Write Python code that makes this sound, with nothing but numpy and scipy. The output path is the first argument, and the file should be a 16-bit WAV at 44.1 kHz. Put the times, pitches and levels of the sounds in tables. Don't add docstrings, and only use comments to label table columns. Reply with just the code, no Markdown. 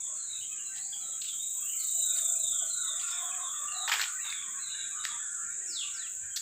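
import sys
import numpy as np
from scipy import signal
from scipy.fft import rfft, irfft, next_fast_len
from scipy.io import wavfile
from scipy.ndimage import uniform_filter1d

SR = 44100
rng = np.random.default_rng(int(sys.argv[2]) if len(sys.argv) > 2 else 0)


def makeup_ratio(level_db):
    decades = np.asarray(level_db, float) / 20
    return 10 ** decades


def materialize(psi):
    bounded = np.clip(np.atleast_2d(psi).T, -1, 1)
    quanta = np.round(bounded * 32767).astype(np.int16)
    wavfile.write(sys.argv[1], SR, quanta)


N = 282681
T = np.arange(N) / SR


def rms_one(x):
    return x / np.sqrt(np.mean(np.abs(x) ** 2) + 1e-20)


def in_time(rows):
    s, level_db = np.transpose(rows)
    return np.interp(T, s, level_db)


def drift(rate_hz, size=N):
    r = np.exp(-32 * np.pi * rate_hz / SR)
    noise = rng.standard_normal(size // 16 + 1002)
    slow = signal.lfilter([1], [1, -2 * r, r * r], noise)[1000:]
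    return np.interp(np.arange(size) / 16, np.arange(len(slow)), rms_one(slow))


def colour(x, spectrum):
    hz, level_db = np.transpose(spectrum)
    padded = next_fast_len(N)
    axis = np.fft.rfftfreq(padded, 1 / SR) + 1
    gain = makeup_ratio(np.interp(np.log(axis), np.log(hz), level_db, left=-150, right=-150))
    return rms_one(irfft(rfft(x, padded) * gain)[:N])


def butter(x, order, hz, kind):
    return signal.sosfilt(signal.butter(order, hz, kind, fs=SR, output="sos"), x)


def resonance(x, hz, width_hz):
    r = np.exp(-np.pi * width_hz / SR)
    poles = [1, -2 * r * np.cos(2 * np.pi * hz / SR), r * r]
    return signal.lfilter([(1 - r * r) / 2, 0, (r * r - 1) / 2], poles, x)


def trees(x, t60, wet_db):
    age = T[:SR // 2]
    tail = rng.standard_normal(len(age)) * makeup_ratio(-60 * age / t60) * np.minimum(age / 0.0096, 1)
    tail = tail / np.sqrt(np.sum(tail ** 2))
    return x + makeup_ratio(wet_db) * signal.fftconvolve(x, tail)[:N]


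def smooth_cells(cells, bands, frames):
    return uniform_filter1d(uniform_filter1d(cells, size=bands, axis=0), size=frames, axis=1)


def click_train(per_s, start, jitter, wander=0):
    k = np.arange(int(T[-1] * per_s) - 1)
    slow = drift(4)[(k / per_s * SR).astype(int)]
    at = (k + 1 - start + jitter * rng.standard_normal(len(k)) + wander * slow) / per_s
    strength = makeup_ratio(0.32 * rng.standard_normal(len(k)))
    clicks = np.full(N, 1e-18)
    clicks[np.clip(at * SR, 0, N - 1).astype(int)] = (-1.) ** k * strength
    return clicks


def ribs(x, rings):
    return x + sum(makeup_ratio(ring_db) * resonance(x, hz, width_hz) for hz, width_hz, ring_db in rings)


def far_cicadas():
    # (time [s], level [dB])
    drone = [(0, -35), (.4, -38), (1.8, -37), (3.6, -36.5), (4.6, -37.5), (5.0, -38), (5.35, -36.5),
             (6.41, -39)]
    # (frequency [Hz], density [dB per Hz])
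    body_spectrum = [(3290, -2.5), (5600, -26.5), (6000, -13), (6850, 3.5), (7800, 4), (8800, -9.5),
                     (9430, -21), (11500, -31.5), (15000, -86), (22000, -120)]
    top_spectrum = [(10800, -27), (11500, -17), (12300, -6), (14700, 0.5), (15650, 1.0)]
    # (frequency [Hz], width [Hz], level [dB])
    shared_rings = [(7146, 48, -4.5), (7710, 59, -1), (5970, 52, -3.5)]
    # (time [s], level [dB])
    facing = [
        (0, -5),
        (1.8, -3),
        (4.1, -0.5),
        (5.35, -9),
        (6.41, -5),
    ]
    swarm = 0
    for per_s, throb_hz in zip(rng.uniform(380, 450, 12), rng.uniform(20, 33, 12)):
        throb_db = 4.0 * np.cos(2 * np.pi * throb_hz * T + 3 * drift(.5)) + .6 * drift(1.5)
        swarm = swarm + click_train(per_s, 0, jitter=.15) * makeup_ratio(throb_db)
    body = colour(ribs(trees(swarm, t60=.5, wet_db=0), shared_rings), body_spectrum)
    body = butter(makeup_ratio(in_time(drone)) * body, 12, 5750, "high")
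    flutter_db = 2.2 * drift(14) + 1.6 * drift(4.5)
    top = colour(trees(swarm, t60=.2, wet_db=-31), top_spectrum)
    return body + makeup_ratio(-60.5 + in_time(facing) + flutter_db) * top


def near_cicada():
    # (time [s], level [dB])
    effort = [
        (.9, -67),
        (1.2, -44.5),
        (1.75, -36),
        (2.0, -31),
        (2.3, -29.5),
        (2.6, -33),
        (3.3, -40),
        (4.3, -46.5),
        (4.7, -74),
    ]
    # (time [s], level [dB])
    top_under = [(1.1, -19), (1.6, -10.5), (2.2, -17.5), (2.7, -23.5), (3.2, -28)]
    # (frequency [Hz], density [dB per Hz])
    drum_body = [(3410, -4), (5800, -31.5), (6070, -9.5), (6530, -17.5), (7070, 1.5), (7440, 1.5),
                 (8400, -4), (8790, -12), (8910, -9.5), (9350, -25), (9840, -17.5), (11400, -48),
                 (14800, -54), (22000, -120)]
    drum_top = [(6650, -44), (11400, -17), (12800, -5), (14700, 1), (15650, 0.5)]
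    # (frequency [Hz], width [Hz], level [dB])
    drum_rings = [(6870, 77, 0), (7175, 41, 3.5), (7390, 36, -0.5), (7680, 45, 5), (8070, 26, 6),
                  (8540, 47, 3)]
    # (loudest point within the throb cycle [0-1], depth of the rest [dB])
    throbs = [(.6, 9), (.3, 9)]
    clicks_per_s, throbs_per_s = 416.28, 26.85
    clicks = click_train(clicks_per_s, .32, jitter=.04, wander=.06)
    clicks = trees(clicks, t60=.15, wet_db=-1.5)
    effort_db = in_time(effort)
    levels_db = (effort_db, effort_db + in_time(top_under))
    out = 0
    for spectrum, (peak, depth_db), level_db in zip((drum_body, drum_top), throbs, levels_db):
        cycle = np.sin(np.pi * (throbs_per_s * T - peak)) ** 4
        throb = makeup_ratio(-depth_db * makeup_ratio(1.6 * drift(6)) * cycle)
        out = out + makeup_ratio(level_db) * colour(ribs(clicks * throb, drum_rings), spectrum)
    return butter(out, 12, 5750, "high")


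def sung_notes(table, warble_hz, flutter_db, bend, trill_hz):
    out = np.zeros(N)
    for start, length, from_hz, to_hz, level_db in table:
        a, b = int(start * SR), int((start + length) * SR)
        size = b - a
        u = np.linspace(0, 1, size)
        trill = np.sin(2 * np.pi * np.cumsum(trill_hz * (1 + .1 * drift(31.5, size))) / SR)
        hz = from_hz * (to_hz / from_hz) ** (u ** bend)
        hz = hz + warble_hz * (trill + 0.299 * drift(15.5, size))
        shape = np.minimum(1, 5.0 * np.minimum(u, .6 * (1 - u))) ** 1.3
        shape = shape * makeup_ratio(level_db + flutter_db * drift(55, size))
        out[a:b] += np.sqrt(2) * shape * np.sin(2 * np.pi * np.cumsum(hz) / SR)
    return out


def sagging(table, sag):
    return [(start, length, hz, hz * sag, level_db) for start, length, hz, level_db in table]


def small_birds():
    # (start [s], length [s], from [Hz], to [Hz], level [dB])
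    slurs = [(0, 0.094, 3700, 3375, -58), (3.17, .12, 3830, 3530, -62), (.14, 0.3, 4540, 3530, -55.5),
             (.36, 0.35, 3460, 3100, -73), (.75, 0.13, 3500, 4980, -59), (.86, 0.14, 4860, 4800, -65),
             (.87, .1, 4440, 4380, -73), (1.0, 0.11, 4200, 3700, -58), (1.07, .11, 3800, 3770, -64),
             (1.31, 0.1, 3054, 3400, -55.5), (1.43, 0.117, 3680, 3750, -55.5),
             (1.8, 0.073, 4300, 3700, -55), (4.62, .25, 3800, 3500, -57), (5.07, 0.1794, 3520, 3450, -60.5),
             (1.66, 0.13, 2753, 3116, -54.5), (1.785, .06, 4730, 3730, -53),
             (1.82, 0.14, 3870, 3790, -54.5), (1.26, 0.11, 3910, 3580, -58),
             (1.95, 0.25, 4003, 3684, -47.5), (2.41, .1, 3800, 3610, -50), (2.49, 0.19, 3340, 3210, -58),
             (.29, .09, 3980, 3750, -50.5), (3.07, 0.16, 3647, 3520, -50), (2.16, 0.18, 3754, 3500, -49.5),
             (2.37, .31, 4110, 3170, -49), (2.645, 0.39, 4345, 3410, -48), (3.05, 0.33, 3707, 3120, -52.5),
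             (3.39, 0.16, 3900, 3290, -52.5), (3.52, 0.15, 3400, 3606, -54),
             (3.71, 0.22, 4420, 3370, -47.5), (4.2, 0.29, 4030, 3177, -49), (4.58, 0.33, 4110, 3732, -49),
             (4.77, 0.13, 3450, 3377, -62), (.92, 0.038, 3365, 3150, -55.5),
             (4.97, 0.12, 3833, 3830, -52.5), (5.06, 0.11, 3550, 3275, -50.5)]
    # (start [s], length [s], pitch [Hz], level [dB])
    chips = [(.41, 0.075, 3210, -59), (.51, 0.037, 3220, -62), (4.5, 0.048, 3800, -74),
             (.63, 0.11, 2760, -67.5), (.63, 0.084, 4110, -64.5), (.925, 0.015, 3405, -48),
             (.98, 0.1, 3330, -68), (1.12, 0.023, 3360, -54), (1.53, 0.16, 3327, -63.5),
             (1.9, 0.15, 3000, -67.5), (2.1, 0.09, 2460, -63), (3.1, 0.041, 5350, -55.5),
             (3.31, 0.044, 2533, -51), (3.67, 0.075, 2806, -54.5), (4.16, 0.048, 1944, -49),
             (4.68, 0.18, 2880, -61), (4.95, 0.087, 3037, -62.5), (5.47, 0.18, 3750, -75),
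             (1.65, .07, 3730, -71), (5.17, 0.27, 5950, -70), (5.24, .12, 5150, -76), (1.4, .03, 4450, -70),
             (.4, .03, 4450, -69), (2.95, .04, 5150, -66)]
    # (start [s], length [s], from [Hz], to [Hz],
    # level [dB])
    glides = [(1.25, .085, 4150, 2980, -50), (1.385, .075, 3560, 3920, -50), (1.73, .13, 2520, 1930, -63),
              (2.345, .05, 2500, 2480, -60), (.575, .05, 2960, 2760, -52), (.405, .04, 2950, 2960, -52.5),
              (.5, .045, 2560, 2550, -56), (.34, .07, 2650, 2480, -65), (1.61, .07, 2560, 2800, -57),
              (6.27, .1, 1750, 1400, -61), (6.295, .06, 3200, 3120, -59)]
    song = sung_notes(slurs, 115, flutter_db=3.5, bend=0.74, trill_hz=161.0)
    clear = sung_notes(sagging(chips, .975), 50, flutter_db=5.5, bend=0.98, trill_hz=98.0)
    clear = clear + sung_notes(glides, 35, flutter_db=4.5, bend=0.9, trill_hz=59.0)
    return trees(song, t60=0.52, wet_db=2.0) + trees(clear, t60=0.33, wet_db=-1.0)


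def whistles():
    # (start [s], length [s], level [dB], loudest pitch [Hz], scattered share [dB])
    falls = [
        (5.672, .172, -43, 3500, 3),
        (5.928, .16, -49, 4300, -5),
    ]
    # (share of the length [0-1], pitch [Hz])
    fall_pitch = [(0, 5780), (.12, 5600), (.33, 4450), (.55, 3750), (.8, 3080), (1, 2420)]
    edge_s, db_per_octave = 0.012, 5
    out = np.zeros(N)
    for start, length, level_db, loudest_hz, wet_db in falls:
        age = T[T < length]
        shape = np.minimum(1, np.minimum(age, length - age) / edge_s)
        pitch_hz = np.interp(age / length, *np.transpose(fall_pitch))
        pitch_hz = uniform_filter1d(pitch_hz, size=700, mode="nearest") + 45 * drift(90, len(age))
        off_octaves = np.abs(np.log2(pitch_hz / loudest_hz))
        swell_db = level_db + 4.5 - db_per_octave * off_octaves + 2.9 * drift(32, len(age))
        a = int(start * SR)
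        note = np.zeros(N)
        note[a:a + len(age)] = shape * makeup_ratio(swell_db) * np.sin(2 * np.pi * np.cumsum(pitch_hz) / SR)
        out += trees(note, t60=0.49, wet_db=wet_db)
    return resonance(out, 3600, 4500)


def coos_and_hoots():
    # (start [s], length [s], from [Hz], to [Hz], level [dB])
    coos = [(.07, 0.11, 630, 645, -69.5), (.3, .05, 805, 960, -77), (.66, 0.58, 816, 764, -72),
            (1.04, 0.082, 569, 580, -71), (1.94, 0.072, 680, 630, -58), (2.04, 0.59, 694, 624, -61.5),
            (2.61, 0.048, 663, 682, -54.5), (2.66, 0.11, 647, 624, -73), (2.88, 0.1443, 634, 748, -65),
            (3.07, 0.5, 719, 681, -60.5), (3.58, 0.13, 611, 711, -68), (3.71, 0.17, 708, 770, -56.5),
            (4.92, 0.112, 1160, 1332, -54), (5.5, 0.31, 420.5, 303.6, -71.5)]
    # (start [s],
    # length [s], pitch [Hz], level [dB])
    hoots = [(.06, 0.092, 1075, -64), (.2, 0.053, 1404, -66), (.49, 0.085, 1262, -66.5),
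             (.585, 0.088, 1166, -69), (.68, 0.07, 1550, -62), (.755, 0.07, 1157, -75),
             (1.55, 0.062, 996, -67), (1.62, 0.024, 1164, -58), (1.74, 0.043, 1330, -65),
             (1.79, 0.086, 1282, -66), (5.1, 0.078, 945, -58), (5.35, 0.12, 1318, -59.5),
             (5.82, 0.097, 1164, -61), (6.2, .12, 2423, -66), (2.04, 0.17, 1470, -58.5),
             (2.25, 0.11, 1470, -62.5), (2.15, 0.14, 1260, -64), (2.34, .04, 1260, -67),
             (2.6, 0.075, 1200, -65), (2.74, .25, 1440, -56.5), (3.0, .16, 1410, -50.5),
             (3.2, 0.065, 1060, -52), (3.38, .11, 1051, -50.5), (3.15, .05, 930, -63),
             (3.49, 0.08, 1232, -56)]
    calls = sung_notes(coos, 38, flutter_db=3.5, bend=1.0, trill_hz=29.93)
    calls = calls + sung_notes(sagging(hoots, .985), 28, flutter_db=-1.0, bend=3.0, trill_hz=32.7)
    return trees(calls, t60=0.29, wet_db=1.0)


def fowl(calls, spread_hz, patchy_db):
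    start, length, centre_hz, call_db = np.transpose(calls)[:, :, None]
    attack_db_per_s, release_db_per_s = 699, 228
    hz = np.interp(T, (start + length / 2)[:, 0], centre_hz[:, 0])
    before_db = attack_db_per_s * (start - T).clip(0)
    after_db = release_db_per_s * (T - start - length).clip(0)
    level_db = np.max(call_db - before_db - after_db, axis=0)
    voices = 0
    for place in (-1, 0, 1):
        rough_hz = hz + spread_hz * (place + .8 * drift(5) + .4 * drift(58.9))
        voices = voices + makeup_ratio(patchy_db * drift(15.2)) * np.sin(2 * np.pi * np.cumsum(rough_hz) / SR)
    return makeup_ratio(level_db) * rms_one(voices)


def far_fowl():
    # (start [s], length [s], pitch centre [Hz], level [dB])
    low_calls = [
        (2.57, 0.31, 1220, -60.5),
        (2.86, 0.11, 1231, -52.5),
        (3.01, .2, 1135, -50),
        (3.22, .35, 1133, -50),
        (3.6, 0.36, 1200, -45),
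        (4.06, 0.26, 1202, -52),
        (4.35, 0.35, 1161, -57.5),
        (4.93, 0.054, 1257, -53),
        (5.1, 0.046, 1190, -50),
        (5.36, 0.071, 1263, -61),
    ]
    mid_calls = [(.1, 0.11, 1407, -64), (.6, .17, 1550, -69), (1.01, 0.17, 1285, -57.5),
                 (1.6, 0.24, 1392, -70), (2.05, 0.29, 1373, -61), (2.53, 0.24, 1406, -54),
                 (2.78, 0.19, 1423, -51.5), (3.03, 0.27, 1394, -51.5), (3.35, 0.53, 1370, -56),
                 (4.06, 0.086, 1455, -47.5), (4.28, 0.2, 1496, -56), (4.55, 0.3, 1502, -56.5),
                 (4.97, 0.12, 1384, -49.5), (5.2, 0.3, 1450, -52.5), (5.6, 0.35, 1477, -60),
                 (5.95, 0.055, 1490, -50.5), (6.08, 0.38, 1493, -62)]
    upper_calls = [(.57, 0.039, 1643, -59), (.74, 0.06, 1980, -54.5), (2.85, 0.22, 1810, -58.5),
                   (3.12, 0.28, 1810, -55.5), (3.54, 0.38, 1790, -56.5), (4.25, 0.13, 1715, -53),
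                   (4.55, 0.033, 1656, -48.5), (4.75, 0.17, 1639, -51.5), (5.07, 0.158, 1783, -52),
                   (5.25, 0.42, 1710, -56), (6.0, 0.052, 1705, -51.5), (6.22, 0.082, 1685, -59.5)]
    high_calls = [(.34, 0.28, 2560, -64.5), (1.73, 0.095, 2350, -60), (3.0, 0.19, 2395, -52.5),
                  (3.33, 0.1, 2197, -57.5), (3.55, 0.093, 2410, -65), (4.06, 0.12, 2243, -56),
                  (4.2, 0.17, 2310, -48), (4.45, .55, 2363, -58), (5.07, .12, 2196, -58),
                  (5.45, 0.35, 2400, -63), (5.8, 0.3, 2248, -63)]
    far = fowl(low_calls, 60, patchy_db=5) + fowl(mid_calls, 55, patchy_db=3.5)
    far = far + fowl(upper_calls, 90, patchy_db=4.0) + fowl(high_calls, 170, patchy_db=4.5)
    return makeup_ratio(-2.0) * trees(far, t60=0.67, wet_db=-9.5)


def crunch():
    # (start [s], length [s], level [dB], dullest [Hz], brightest [Hz])
    crushes = [(0.745, 0.068, -52.5, 2600, 4600), (2.135, 0.092, -50, 1280, 5000),
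               (2.99, 0.066, -47.5, 3000, 5100), (3.04, 0.13, -51, 1800, 6400),
               (3.873, 0.092, -38, 760, 4700), (3.966, 0.08, -39.5, 900, 5300),
               (1.216, 0.014, -43, 2500, 5000), (4.239, 0.11, -49.5, 850, 3600),
               (1.234, 0.12, -49, 2800, 3700), (5.043, 0.065, -50, 2700, 3400),
               (6.36, 0.028, -33.5, 3600, 6800), (1.788, 0.19, -55, 3700, 5100)]
    out = np.zeros(N)
    for i, (start, length, level_db, dull_hz, bright_hz) in enumerate(crushes):
        a, size = int(start * SR), int(length * SR)
        cracks = rng.standard_normal(size) * makeup_ratio(2.1 * rng.exponential(1, size).clip(0, 4))
        cracks = cracks * (rng.random(size) < .16)
        body = butter(butter(cracks, 7, dull_hz, "high"), 4, bright_hz, "low")
        sizzle = butter(cracks, 3, [11800, 15600], "band")
        burst = rms_one(body) + makeup_ratio(-12.0) * rms_one(sizzle)
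        rise = .4 * (i < 4)
        hold = 4 <= i < 7
        shape = np.interp(np.arange(size) / size, [0, rise, 1], [0, 1, hold])
        shape = shape * signal.windows.tukey(size, .15) * makeup_ratio(level_db + 4.3 * drift(82, size))
        out[a:a + size] += burst * shape
    return out


def snaps():
    # (time [s], peak [dB], ring [Hz], share of broad tick [0-1])
    twigs = [(3.878, -15.5, 1800, 0.3), (3.886, -24, 3220, .1), (3.896, -14.5, 1302, 0.5),
             (3.9166, -12, 1778, 0.2), (3.9184, -14, 2360, 0.24), (3.9216, -11.5, 1800, 0.35),
             (3.92, -24, 4890, 0.2), (3.897, -22, 3200, .1), (3.967, -23, 1600, .1),
             (3.923, -14, 1590, 0.4), (3.927, -14.5, 3270, 0.24), (3.931, -14, 2400, 0.3),
             (3.938, -12, 2320, 0.5), (3.949, -21, 2840, 0.1), (3.957, -20, 3300, .05),
             (3.986, -24, 1770, 0.04), (3.996, -17, 1600, 0.02), (4.0, -23, 4100, .2),
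             (4.005, -20, 1790, 0), (4.016, -12.5, 4310, 0.52), (4.023, -22, 2370, 0.01),
             (4.04, -16, 2480, 0.6), (4.038, -19.5, 3170, 0.25), (4.042, -23, 3670, 0.05),
             (4.303, -27, 3930, 0), (4.326, -19.5, 2377, 0.36), (4.424, -31, 2350, 0.3),
             (4.245, -36, 1500, 0.3), (4.302, -35, 4700, 0.23), (6.372, -31.5, 1833, 0.04),
             (6.375, -27, 4620, 0.5), (5.04, -27, 1610, 0.36), (5.04, -35, 4700, .4),
             (1.2163, -31, 3720, .1), (1.2193, -28.5, 4200, 0), (1.223, -36, 2840, 0),
             (2.1654, -27, 4355, .3), (2.185, -33, 3200, 0.1), (2.197, -38, 1640, .1),
             (2.9973, -40, 4870, .2), (2.998, -29, 3260, 0.11), (3.0197, -43, 4400, .1),
             (3.0312, -35, 3690, .1), (3.881, -22, 900, 0.2), (3.898, -22, 951, 0.1),
             (5.052, -10, 1895, 0.58), (6.37, -25.5, 4600, 0.63), (6.364, -29, 5200, 0.6)]
    out, age = np.zeros(N), T[:400]
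    impulse = (age == 0).astype(float)
    tick = 5.5 * butter(impulse, 3, [1400, 5800], "band")
    tick = tick + makeup_ratio(-2.0) * butter(impulse, 3, [11800, 15500], "band")
    swell = (1 - np.exp(-age / .0007)) * np.exp(-age / .0009)
    for s, peak_db, hz, share in twigs:
        ring = 2.4 * np.sin(2 * np.pi * hz * age) * swell
        a = int(s * SR)
        out[a:a + 400] += makeup_ratio(peak_db) * ((1 - share) * ring + share * tick)
    return butter(out, 4, 720, "high")


def thud():
    centre_s, half_s, hz = 3.96, .09, 400
    press = np.exp(-((T - centre_s) / half_s) ** 4)
    soil = resonance(resonance(rng.standard_normal(N), hz, 170), hz, 170)
    return makeup_ratio(-62) * press * rms_one(soil)


def handling():
    # (time [s], peak [dB])
    shifts = [
        (.03, -97.5),
        (2.52, -66),
        (3.0, -82),
        (5.93, -71),
        (6.24, -62),
        (6.33, -86),
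    ]
    lumps = sum(makeup_ratio(peak_db) * np.exp(-((T - s) / 0.069) ** 2) for s, peak_db in shifts)
    return lumps * rms_one(resonance(resonance(rng.standard_normal(N), 77, 47), 77, 45))


def cricket():
    hz = 5200
    hiss = resonance(resonance(rng.standard_normal(N), hz, 120), hz, 120)
    return makeup_ratio(-79 + 4 * drift(5)) * rms_one(hiss)


def patchy(x, depth_db):
    hz, s, cells = signal.stft(x, SR, nperseg=512)
    field = rms_one(smooth_cells(rng.standard_normal(cells.shape), 3, 14))
    depth = depth_db * np.where(hz > 250, 1, .5)[:, None]
    return rms_one(signal.istft(cells * makeup_ratio(depth * field), nperseg=512)[1][:N])


def orchard_air():
    # (frequency [Hz], density [dB per Hz])
    air_spectrum = [(15, -35), (25, -16), (43, -10), (85, 1.5), (157, 0.5), (333, -8.5), (846, -9.5),
                    (1190, -6.5), (1330, 0), (1920, -6), (2460, -3), (2880, -8.5), (3700, -5),
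                    (4650, -16.5), (5700, -17.5), (7410, -15), (12500, -120)]
    return makeup_ratio(-63.5) * patchy(colour(rng.standard_normal(N), air_spectrum), 4.6)


def shut_gaps(x, birds):
    # (from [s], to [s], low [Hz], high [Hz])
    shut_bands = [(.17, .35, 4700, 4920), (1.42, 1.47, 4500, 4950), (1.48, 1.56, 4500, 4720),
                  (2.0, 2.09, 4580, 5020), (2.24, 2.48, 4300, 4950), (2.48, 2.6, 4360, 4560),
                  (2.77, 2.87, 4520, 4950), (2.91, 2.96, 4380, 4560), (3.24, 3.37, 4000, 4600),
                  (3.42, 3.57, 4200, 4600), (3.61, 3.65, 4000, 4450), (3.78, 3.85, 4680, 5000),
                  (4.69, 4.76, 4600, 5000)]
    gap_db, quiet_db = -40, -60
    hz, s, cells = signal.stft(x, SR, nperseg=1024)
    song = smooth_cells(np.abs(signal.stft(birds, SR, nperseg=1024)[2]), 5, 3)
    ragged_hz = hz[:, None] + np.interp(s, T, 70 * drift(10))
    shut = np.zeros(cells.shape, bool)
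    for a, b, low_hz, high_hz in shut_bands:
        shut |= (s > a) & (s < b) & (ragged_hz > low_hz) & (ragged_hz < high_hz)
    closed = shut & (song < makeup_ratio(quiet_db))
    return signal.istft(cells * makeup_ratio(gap_db * closed), nperseg=1024)[1][:N]


def scene():
    insects = far_cicadas() + near_cicada() + cricket()
    birds = small_birds()
    litter = trees(crunch() + snaps(), t60=0.31, wet_db=-6.5)
    bed = shut_gaps(birds + orchard_air() + insects + litter, birds)
    return (bed + whistles() + coos_and_hoots() + far_fowl() + thud() + handling())[None]


def band_limit(x):
    return signal.sosfilt(signal.butter(12, 16530, fs=SR, output="sos"), x)


def record(dry):
    cut = signal.ellip(12, .5, 70, 15540, fs=SR, output="sos")
    return band_limit(signal.sosfilt(cut, dry))


dry = scene()
out = record(dry)
materialize(out)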